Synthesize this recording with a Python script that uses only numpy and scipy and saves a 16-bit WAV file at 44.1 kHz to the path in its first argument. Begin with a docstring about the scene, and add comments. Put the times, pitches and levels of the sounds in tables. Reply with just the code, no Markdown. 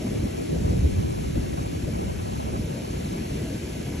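"""A breeze on a pebble beach, heard from a camera held low over the stones.
From the start, surf and wind roar far off and a thin hiss lies under everything, while turbulent air
rumbles and puffs on the camera body and flutters over the two microphone ports in opposite phase.
From 0.5 s one gust rises and its eddies thump the body; its bass at the ports peaks at 1 s.
After 2.6 s the gust eases, leaving the lighter wind, the distant roar and the hiss."""
import sys
import numpy as np
from scipy import signal
from scipy.fft import rfft, irfft, next_fast_len
from scipy.io import wavfile
from scipy.ndimage import uniform_filter1d, map_coordinates

SR = 44100
rng = np.random.default_rng(int(sys.argv[2]) if len(sys.argv) > 2 else 0)


def waveform_to_disk(signal):
    """Save audio, clipped to [-1, 1], as 16-bit WAV at the path in sys.argv[1]."""
    frames = np.transpose(np.atleast_2d(signal))
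    scaled = np.clip(frames, -1, 1) * 32767
    samples = np.round(scaled).astype(np.int16)
    wavfile.write(sys.argv[1], SR, samples)


N = 176400
TIME = np.arange(N) / SR
HALVES = np.array([[.5], [-.5]])  # shares of a left-right difference


def amp(db):
    """Amplitude ratio of a level in decibels."""
    return 10 ** (np.asarray(db) / 20)


def unit(x):
    """Normalisation to rms 1."""
    return x / np.sqrt(np.mean(x ** 2) + 1e-20)


def along(points, hz):
    """Interpolation of (f/Hz, value) points on a logarithmic frequency axis."""
    f, values = np.transpose(points)
    return np.interp(np.log(hz + 1), np.log(f + 1), values)


def curves(rows):
    """Linear interpolation in time of each column after t/s."""
    times, *columns = np.transpose(rows)
    return [np.interp(TIME, times, column) for column in columns]


def filtered(x, response):
    """Linear filtering: the spectrum of x times a frequency response."""
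    size = next_fast_len(N + SR // 2)
    return irfft(rfft(x, size) * response(np.fft.rfftfreq(size, 1 / SR)), size)[..., :N]


def turbulence(spectrum, rough_db, rate):
    """Amplitude-modulated noise, coloured, of rms 1; its drive varies at random, rate times a second."""
    wobble = map_coordinates(rng.standard_normal(2048), [TIME * rate], mode="wrap")
    drive = rng.standard_normal(N) * amp(rough_db * np.tanh(wobble))
    return unit(filtered(drive, lambda hz: amp(along(spectrum, hz))))


def patchy(x, depth_db):
    """Spectral modulation: soft random patches of gain in time and frequency; the result has rms 1."""
    spectra = signal.stft(x, nperseg=1024)[2]
    field = uniform_filter1d(rng.standard_normal(spectra.shape), size=5, axis=0)
    field = uniform_filter1d(field, size=7, axis=1)
    return unit(signal.istft(spectra * amp(depth_db * unit(field)), nperseg=1024)[1][:N])


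def swell(centre_s, half_width_s):
    """Gaussian envelope in time."""
    return np.exp(-.5 * ((TIME - centre_s) / half_width_s) ** 2)


def bursts(rows, half_width_s, half_width_octaves):
    """Band-limited noise bursts, one a row, Gaussian in time and in log frequency."""
    out = np.zeros(N)
    for t, db, pitch in rows:
        band = lambda hz: np.exp(-.5 * (np.log2((hz + 1) / pitch) / half_width_octaves) ** 2)
        envelope = swell(t, half_width_s)
        burst = envelope * filtered(rng.standard_normal(N), band)
        out += amp(db) * burst * np.linalg.norm(envelope) / np.linalg.norm(burst)
    return out


def placed(x, left_db):
    """Stereo placement by level difference: left_db louder on the left."""
    return x * amp(left_db * HALVES)


def rumble():
    """Turbulent pressure fluctuations buffet the camera body as low-frequency noise."""
    # strength of the buffeting: t/s, level/dB
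    levels = [(0, -36.5), (.24, -27), (.33, -35), (.5, -29), (.66, -24), (.76, -27), (.85, -24.5),
              (.93, -28.5), (1.0, -25), (1.12, -32.5), (1.3, -31), (1.38, -24.5), (1.46, -35), (2.0, -28.5),
              (2.3, -33), (2.6, -31), (2.7, -37), (3.1, -31), (3.45, -31.5), (3.7, -39), (4, -31.5)]
    # its spectral density: f/Hz, relative level/dB
    spectrum = [(12, -60), (22, -26), (32, -15), (45, -6), (60, 0.5), (90, -2), (130, -3.5), (200, -9.5),
                (300, -17.5), (500, -32), (1000, -41.5), (1600, -77)]
    level_db, = curves(levels)
    return amp(level_db) * turbulence(spectrum, rough_db=2.0, rate=30)


def surf_and_wind():
    """Distant roar of surf and wind, swelling with the breeze: modulated noise with a hollow wash."""
    # strength of the surf and wind: t/s, roar level/dB, wash level/dB
    levels = [(0, -31.5, -45), (.35, -36, -47.5), (.7, -35, -52), (1.15, -35, -55), (1.6, -36.5, -51),
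              (2.0, -32, -47), (2.25, -38.5, -46.5), (2.55, -35, -46.5), (3.15, -32, -47.5),
              (3.6, -33.5, -45.5), (4, -33, -47.5)]
    # spectral densities of roar and wash: f/Hz, relative level/dB
    roar_spectrum = [(40, -18), (100, -4), (160, 1.5), (230, -0.5), (290, -2.5), (370, -4.5), (460, -13.5),
                     (600, -28), (1000, -74)]
    wash_spectrum = [(250, -35), (420, -1), (520, -1.5), (630, -4), (760, -11), (1000, -17), (1500, -66)]
    roar_db, wash_db = curves(levels)
    roar = amp(roar_db) * patchy(turbulence(roar_spectrum, rough_db=0.67, rate=20), depth_db=1.8)
    wash = amp(wash_db) * patchy(turbulence(wash_spectrum, rough_db=3.0, rate=18), depth_db=3.0)
    return roar + wash


def port_wind():
    """Flow noise of air crossing the ports: bass in the gust, a blowing midrange, a ragged flutter."""
    # strength of the flow noise: t/s, bass level/dB, midrange level/dB, flutter level/dB
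    levels = [(0, -72, -41, -46), (.17, -69, -33.5, -48), (.35, -54, -33.5, -39), (.52, -47, -29, -44),
              (.68, -34, -32, -38), (.85, -39, -33, -41), (1.0, -29.5, -32, -38), (1.17, -40, -33, -42),
              (1.38, -36.5, -36, -40), (1.55, -41.5, -34.5, -37.5), (1.8, -43, -40, -42),
              (2.05, -38.5, -38, -38.5), (2.27, -40, -42, -40.5), (2.55, -37, -38.5, -38),
              (2.75, -58, -40.3, -41.5), (3.12, -69, -39.5, -40), (3.6, -77, -42, -44), (4, -71, -42, -45)]
    # spectral densities of the three bands: f/Hz, relative level/dB
    bass_spectrum = [(20, -28), (45, -18), (62, -7), (90, -1), (130, 4), (190, 3), (300, -7), (600, -47)]
    mid_spectrum = [(70, -36), (130, -26), (200, -2.5), (290, 2), (400, 2.5), (550, -4), (750, -14),
                    (1200, -45)]
    flutter_spectrum = [(200, -29), (450, -1.5), (600, 2.5), (780, -1), (1000, -5.5), (1300, -13),
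                        (1700, -31), (3000, -70)]
    bass_db, mid_db, flutter_db = curves(levels)
    bass = amp(bass_db) * turbulence(bass_spectrum, rough_db=-0.5, rate=21)
    mid = amp(mid_db) * turbulence(mid_spectrum, rough_db=3.5, rate=31)
    flutter = amp(flutter_db) * turbulence(flutter_spectrum, rough_db=6.0, rate=67)
    return bass + mid + flutter


def hiss():
    """Partial coherence: the microphone pair hisses with the sum and difference of two noises."""
    # strength of the hiss: t/s, level/dB
    levels = [(0, -43.5), (.6, -44), (2.7, -44), (3.35, -43), (4, -43.5)]
    # its spectral density: f/Hz, relative level/dB
    spectrum = [(300, -31), (900, -9), (1250, -5.2), (1550, -3.2), (1700, -1.5), (1860, -3.2), (2050, -.2),
                (2400, .2), (3000, -.9), (3600, -4), (4700, -5.2), (5400, -4.8), (6300, -4.6), (7000, -5.9),
                (8000, -6.3), (9800, -7.8), (11100, -4.6), (11700, -9.8), (12400, -19)]
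    # likeness of the two sides: f/Hz, coherence
    coherence = [(1000, 1), (1750, 0.95), (2200, 0.8), (2560, 0.16), (2850, 0.55), (3100, .15),
                 (3700, 0.68), (5000, 0.96), (7500, 1), (9000, 1), (10500, 0.82), (12000, 0.56)]
    # lead of the left side: f/Hz, phase/rad
    lead = [(1600, 0), (2050, 0.1), (2350, 0.7), (2700, -1.1), (3000, -1.5), (3200, 1.5), (4000, 0.42),
            (4550, 1.2), (4950, 3.5), (5600, 7), (6400, 7), (7900, 8), (8500, 9), (9500, 9.5),
            (11000, 11.5), (11900, 13.5)]
    # excess of left over right: f/Hz, level/dB
    balance = [(1800, -1), (2450, 6), (2800, -2), (3080, -1), (3500, -1), (3900, 2.5), (4700, -0.5),
               (5300, 1.5), (6000, 0)]

    def split(hz):
        angle = np.arccos(np.clip(along(coherence, hz), 0, 1)) / 2
        return amp(along(spectrum, hz)) * [np.cos(angle), np.sin(angle)]

    def lean(hz):
        return amp(HALVES * along(balance, hz)) * np.exp(1j * HALVES * along(lead, hz))

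    noises = np.array([patchy(white, depth_db=1.2) for white in rng.standard_normal((2, N))])
    shared, opposed = filtered(noises, split)
    sides = np.array([shared + opposed, shared - opposed])
    level_db, = curves(levels)
    return amp(level_db) * unit(filtered(sides, lean))


def flaps():
    """Pressure transients of eddies striking a port: sharp flaps, some throaty, some bright."""
    # flaps of air: t/s, peak level/dB, centre f/Hz
    events = [(.077, -32, 620), (.681, -37, 900), (.845, -25, 350), (1.245, -38, 900), (1.36, -26, 370),
              (1.593, -39, 1050), (1.959, -36, 900), (2.198, -39, 1000), (2.362, -37, 1000),
              (2.404, -34, 905), (2.56, -36, 950), (3.105, -35, 220), (3.137, -36, 900)]
    return bursts(events, half_width_s=0.0044, half_width_octaves=0.45)


def puffs():
    """Soft blows of wind on the camera: noise confined to a narrow band sounds hollow."""
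    # puffs of wind: t/s, peak level/dB, centre f/Hz
    events = [(.135, -42.5, 550), (.24, -25, 232), (.535, -27, 160), (.565, -37, 510), (.665, -30.5, 260),
              (.718, -23, 159), (.725, -37.5, 454), (.765, -26, 145), (.855, -29.5, 306), (1.369, -28, 243),
              (1.89, -38, 507), (2.59, -30.5, 198)]
    return bursts(events, half_width_s=0.012, half_width_octaves=0.35)


def thumps():
    """Single eddies thump the camera body, each a low Gaussian wave packet of random phase."""
    # eddy impacts: t/s, peak level/dB, f/Hz
    events = [(.658, -15, 94), (.818, -19.5, 62.5), (.854, -11.5, 72), (0.991, -16, 95), (1.383, -24, 58.6),
              (2.593, -26, 100), (3.429, -24.5, 100)]
    half_width_cycles = 0.82
    out = np.zeros(N)
    for t, db, hz in events:
        carrier = np.sin(2 * np.pi * (hz * (TIME - t) + rng.random()))
        out += amp(db) * swell(t, half_width_cycles / hz) * carrier
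    return out


def scene():
    """Superposition: buffeting and roar in phase on both sides, port noise in antiphase, hiss around."""
    centre = placed(rumble() + thumps(), left_db=0.4) + placed(surf_and_wind() + puffs(), left_db=2)
    antiphase = np.array([[1], [-1]])
    ports = antiphase * placed(port_wind() + flaps(), left_db=0.54)
    return centre + ports + hiss()


def record(dry):
    """Band limiting: the camera acts as an ideal low-pass filter."""
    cutoff_hz = 12500
    return filtered(dry, lambda hz: hz < cutoff_hz)


dry = scene()
out = record(dry)
waveform_to_disk(out)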